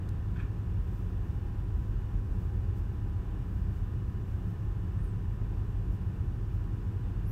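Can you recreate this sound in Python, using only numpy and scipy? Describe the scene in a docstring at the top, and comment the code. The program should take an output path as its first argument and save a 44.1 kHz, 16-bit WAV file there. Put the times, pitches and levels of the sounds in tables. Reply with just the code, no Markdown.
"""A diesel generator throbs in a ship's engine room: six cylinders, four-stroke, about 900 rpm.
Hull and deck plates rumble, other machines hum, pumps and gears whine, fans roar and beat, air hisses.
Faintly over this, a small hard part ticks, something scuffs by catching and slipping, and later come
two thin high squeaks: the first arcs up and down, the second rises at the very end. Mono."""
import sys
import numpy as np
from scipy.fft import rfft, irfft, next_fast_len
from scipy.io import wavfile
from scipy.ndimage import map_coordinates

SR = 44100
rng = np.random.default_rng(int(sys.argv[2]) if len(sys.argv) > 2 else 0)


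def store_wav(level_fs):
    """Save 16-bit WAV to argv[1]."""
    pcm = np.round(np.clip(np.atleast_2d(level_fs), -1, 1) * 32767)
    wavfile.write(sys.argv[1], SR, pcm.T.astype(np.int16))


N = 322736

CYCLE_HZ = 7.517  # one four-stroke cycle, two crankshaft turns
FAN_SPLIT_HZ, TOP_HZ = 830, 15740

# Generator tones. Each row: multiple of the cycle rate (6 is the firing rate), relative level in dB.
GENERATOR_ORDERS = [(6, -40.9), (7, -50.0), (9, -54.1), (10, -44.2), (12, -46.3), (14, -40.4), (15, -51.4),
                    (18, -54.7), (21, -64.0), (25, -60.9), (48, -69.8), (64, -69.2)]
# Machine tones. Each row: frequency in Hz, relative level in dB.
MACHINE_HUMS = [(24.73, -54.4), (37.08, -48.2), (42.55, -52.6), (49.4, -53.0), (59.67, -48.0),
                (70.05, -52.7), (79.67, -52.4), (82.53, -52.1), (92.53, -53.2), (99.08, -46.3),
                (118.9, -54.1), (175.38, -57.2), (418.1, -67.8)]
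PUMP_GEAR_WHINES = [(706.8, -79.1), (744.2, -78.9), (986.0, -68.3), (1057.5, -73.0), (1082.5, -81.8),
                    (1090.0, -74.2), (1232.8, -76.0), (1530.2, -80.5), (1546.5, -81.1), (1766.0, -79.0),
                    (1804.0, -83.9), (2412.0, -92.0), (2546.0, -89.0), (2662.5, -91.3), (2905.0, -84.6),
                    (3511.8, -94.0), (5470.5, -96.1), (7574.0, -101.0)]
FAN_BLADE_TONES = [(806.7, -78.5), (809.3, -76.0), (811.8, -73.5), (817.0, -83.0), (819.3, -83.0),
                   (824.0, -82.0), (850.8, -81.0), (852.0, -74.8)]
# Noise spectra. Each row: frequency in Hz, relative spectral density in dB.
PLATE_SPECTRUM = [(14, -36), (25, -16.5), (45, -2), (64, -9), (76, -6.5), (93, -3.5), (108, -16), (125, -9),
                  (161, -21), (175, -9.5), (187, -20), (199, -13), (210, -25), (260, -75)]
ROAR_SPECTRUM = [(150, -27), (205, -3.5), (235, 1), (335, 0.5), (400, -3), (425, -6), (445, -10),
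                 (530, -12.5), (620, -22.5), (900, -39), (2000, -90)]
VENT_SPECTRUM = [(300, -19), (580, -0.5), (740, 3), (920, 0), (1300, 0), (1820, -2.5), (2020, -10),
                 (2880, -9), (3300, -16.5), (3500, -13), (3750, -19), (4400, -27), (9000, -59)]
HISS_SPECTRUM = [(1500, -9), (4000, 1.5), (5200, 3), (7000, 0), (9000, -1.5), (10400, -8.5), (11300, -4.5),
                 (12600, -0.5), (15600, -8)]
GUST_SPECTRUM = [(2000, -25), (5000, -1), (8500, -3.5), (10400, -8), (12600, 0.5), (15600, -3)]
CRACK_SPECTRUM = [(2000, -25), (4000, 0), (11500, -1), (15000, -9)]
SCUFF_SPECTRUM = [(800, -16), (1220, 0), (1420, 5), (1780, 4), (2050, -11.5), (2400, 2), (2560, 1.5),
                  (2900, -16), (3300, -8), (4000, -22), (4500, -17), (5200, -25), (8000, -28), (12000, -40)]
# Swells of the deep rumble and the lower fan tones. Each row: centre in seconds, half width in seconds,
# added power in dB relative to the steady sound.
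DEEP_SWELLS = [(1.65, 0.8, 3), (5.8, 1, -1)]
FAN_SWELLS = [(1.43, 0.092, 4.5), (3.05, 0.54, 4.5)]
# Noise bursts. Each row: centre in seconds, half width in seconds, relative level in dB.
HISS_GUSTS = [(.97, .1, -74), (1.3, .08, -78), (1.83, 0.067, -78), (2.41, .08, -76), (2.785, .016, -71),
              (3.56, .06, -78), (3.77, 0.045, -75), (4.34, .08, -77.5), (4.5, .03, -74),
              (5.94, .022, -73.5), (6.55, .018, -74)]
SCUFF_STROKES = [(.369, 0.012, -54.5), (.401, 0.009, -51), (.428, 0.032, -58.5)]
# Modes of the small hard part. Each row: frequency in Hz, relative level in dB, T60 in seconds.
PART_MODES = [(4150, -6, 0.013), (5400, -9, .012), (6300, -6, .013), (7300, -7, .013), (8500, -12, .01),
              (10500, -8, .011), (11900, -10, .009)]
# Squeak arcs. Each row: time of the top in seconds, nominal top pitch in Hz, base level in dB,
# bend in log pitch per second squared, drop in log pitch at which it stalls.
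SQUEAK_ARCS = [(5.045, 8780, -78, 21, .16), (7.325, 12900, -63, 49, .3)]
# Squeak partials. Each row: ratio to the pitch, relative level at the top in dB, multiple of the fade.
FIRST_SQUEAK_PARTIALS = [(1, 0, 0.6), (1.247, 2.5, 9), (1.38, -4.5, 5)]
SECOND_SQUEAK_PARTIALS = [(0.99, 0, 0.9), (.92, 0, 4), (.46, -16, 0.6)]


def amp(db):
    """Decibels to gain."""
    return 10 ** (np.asarray(db) / 20)


def time_s():
    """Time of each sample."""
    return np.arange(N) / SR


def wobble(knots_per_s):
    """Smooth random curve, rms near 1."""
    knots = rng.standard_normal(4096)
    grid_s = np.linspace(0, N / SR, num=8192)
    return np.interp(time_s(), grid_s, map_coordinates(knots, [grid_s * knots_per_s], mode="wrap"))


def filtered(x, gain_at_hz):
    """Zero-phase FFT filter."""
    size = next_fast_len(N + SR // 2)
    return irfft(rfft(x, size) * gain_at_hz(np.fft.rfftfreq(size, 1 / SR)), size)[:N]


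def noise(spectrum):
    """Noise of rms 1, spectrum interpolated over log frequency."""
    points_hz, points_db = np.transpose(spectrum)
    white = rng.standard_normal(N)
    x = filtered(white, lambda hz: amp(np.interp(np.log(hz + 1), np.log(points_hz + 1), points_db)))
    return x / np.sqrt(np.mean(x ** 2) + 1e-20)


def tone(turns):
    """Sine of rms 1, random start phase."""
    return np.sqrt(2) * np.sin(2 * np.pi * (turns + rng.random()))


def bumps(rows):
    """Envelope of bell curves, summed in power."""
    t = time_s()
    power = sum(amp(db) ** 2 * np.exp(-np.minimum(((t - centre_s) / half_width_s) ** 2, 100))
                for centre_s, half_width_s, db in rows)
    return np.sqrt(power)


def swell_gain(rows):
    """Unity gain plus swells, summed in power."""
    return np.sqrt(1 + bumps(rows) ** 2)


def generator(hunt_cycles, waver_db):
    """All orders ride on one crankshaft, its speed held almost steady by the governor."""
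    cycles = CYCLE_HZ * time_s() + hunt_cycles * wobble(1)
    return sum(amp(db + waver_db * wobble(1.94)) * tone(order * cycles) for order, db in GENERATOR_ORDERS)


def hull(rumble_db, roar_db, throb_depth):
    """Plates rumble under the machines; the roar above throbs at the firing rate."""
    firing = tone(6 * CYCLE_HZ * time_s())
    rumble = amp(rumble_db) * noise(PLATE_SPECTRUM)
    roar = amp(roar_db + 0.4 * wobble(5)) * (1 + throb_depth * firing) * noise(ROAR_SPECTRUM)
    return rumble + roar


def shaft_tones(rows, gain_db, drift_turns, waver_db):
    """Tones of separate shafts, each drifting in phase and wavering in level."""
    t = time_s()
    return sum(amp(gain_db + db + waver_db * wobble(2.97)) * tone(hz * t + drift_turns * wobble(2.063))
               for hz, db in rows)


def deep_swell(x, corner_hz, steady_db):
    """The band below the corner swells slowly; the rest holds steady."""
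    deep = filtered(x, lambda hz: 1 / (1 + (hz / corner_hz) ** 8))
    return x - deep + deep * amp(steady_db) * swell_gain(DEEP_SWELLS)


def fans(air_db, tone_gain_db, drift_turns, waver_db):
    """Air rushes; fans at nearly equal speeds beat in two tone clusters. The lower swells twice."""
    lower_rows = [(hz, db) for hz, db in FAN_BLADE_TONES if hz < FAN_SPLIT_HZ]
    upper_rows = [(hz, db) for hz, db in FAN_BLADE_TONES if hz >= FAN_SPLIT_HZ]
    lower = shaft_tones(lower_rows, tone_gain_db, drift_turns, waver_db)
    upper = shaft_tones(upper_rows, tone_gain_db, drift_turns, waver_db)
    rush = amp(air_db + 0.46 * wobble(7.2)) * noise(VENT_SPECTRUM)
    return swell_gain(FAN_SWELLS) * lower + upper + rush


def hiss(steady_db, gust_gain_db):
    """Thin steady air hiss with brief bright gusts."""
    steady = amp(steady_db) * noise(HISS_SPECTRUM)
    gusts = amp(gust_gain_db) * bumps(HISS_GUSTS) * noise(GUST_SPECTRUM)
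    return steady + gusts


def tick(start_s, ring_db, crack_db, crack_t60_s):
    """One light contact on a hard part: a tiny crack and short, high modes."""
    age_s = np.clip(time_s() - start_s, 0, 0.1)
    ring = sum(amp(db - 60 * age_s / t60_s) * np.sin(2 * np.pi * hz * age_s)
               for hz, db, t60_s in PART_MODES)
    crack = (age_s > 0) * amp(-60 * age_s / crack_t60_s) * noise(CRACK_SPECTRUM)
    return amp(ring_db) * ring + amp(crack_db) * crack


def scuff(grain_db):
    """Something rubs briefly, catching and slipping."""
    return amp(grain_db * wobble(205)) * bumps(SCUFF_STROKES) * noise(SCUFF_SPECTRUM)


def squeak(arc, partials, flutter_db, rasp_depth, fade_db=53):
    """Thin squeak on a pitch arc, loudest at the top; uneven slips roughen the pitch."""
    top_s, top_hz, base_db, bend_per_s2, stall_sag = arc
    sag = np.minimum(bend_per_s2 * (time_s() - top_s) ** 2, 10)  # natural-log pitch drop
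    pitch_hz = top_hz * np.exp(-sag) * (1 + rasp_depth * wobble(1500))
    turns = np.cumsum(pitch_hz) / SR
    stall_gate = 1 / (1 + (sag / stall_sag) ** 6)
    voice = sum(amp(db - fade_multiple * fade_db * sag + flutter_db * wobble(60)) * tone(ratio * turns)
                for ratio, db, fade_multiple in partials)
    return amp(base_db) * stall_gate * voice


def scene():
    """All machines run throughout, with the small sounds on top."""
    engine = generator(hunt_cycles=0.0052, waver_db=0.96)
    engine += hull(rumble_db=-36, roar_db=-51, throb_depth=0.029)
    hums = shaft_tones(MACHINE_HUMS, gain_db=1, drift_turns=0.039, waver_db=1)
    machines = deep_swell(engine + hums, corner_hz=61, steady_db=-1.5)
    whines = shaft_tones(PUMP_GEAR_WHINES, gain_db=0.04, drift_turns=0.069, waver_db=1.5)
    air = fans(air_db=-60, tone_gain_db=-2, drift_turns=0.054, waver_db=1.3)
    air += hiss(steady_db=-73.5, gust_gain_db=1)
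    small = tick(start_s=0.0899, ring_db=-52, crack_db=-55, crack_t60_s=0.014)
    small += scuff(grain_db=1.1)
    small += squeak(SQUEAK_ARCS[0], FIRST_SQUEAK_PARTIALS, flutter_db=3.5, rasp_depth=0.013)
    small += squeak(SQUEAK_ARCS[1], SECOND_SQUEAK_PARTIALS, flutter_db=3, rasp_depth=0.011)
    return (machines + whines + air + small)[None]


def record(dry):
    """Brick-wall low-pass at TOP_HZ."""
    return filtered(dry[0], lambda hz: hz < TOP_HZ)[None]


dry = scene()
out = record(dry)
store_wav(out)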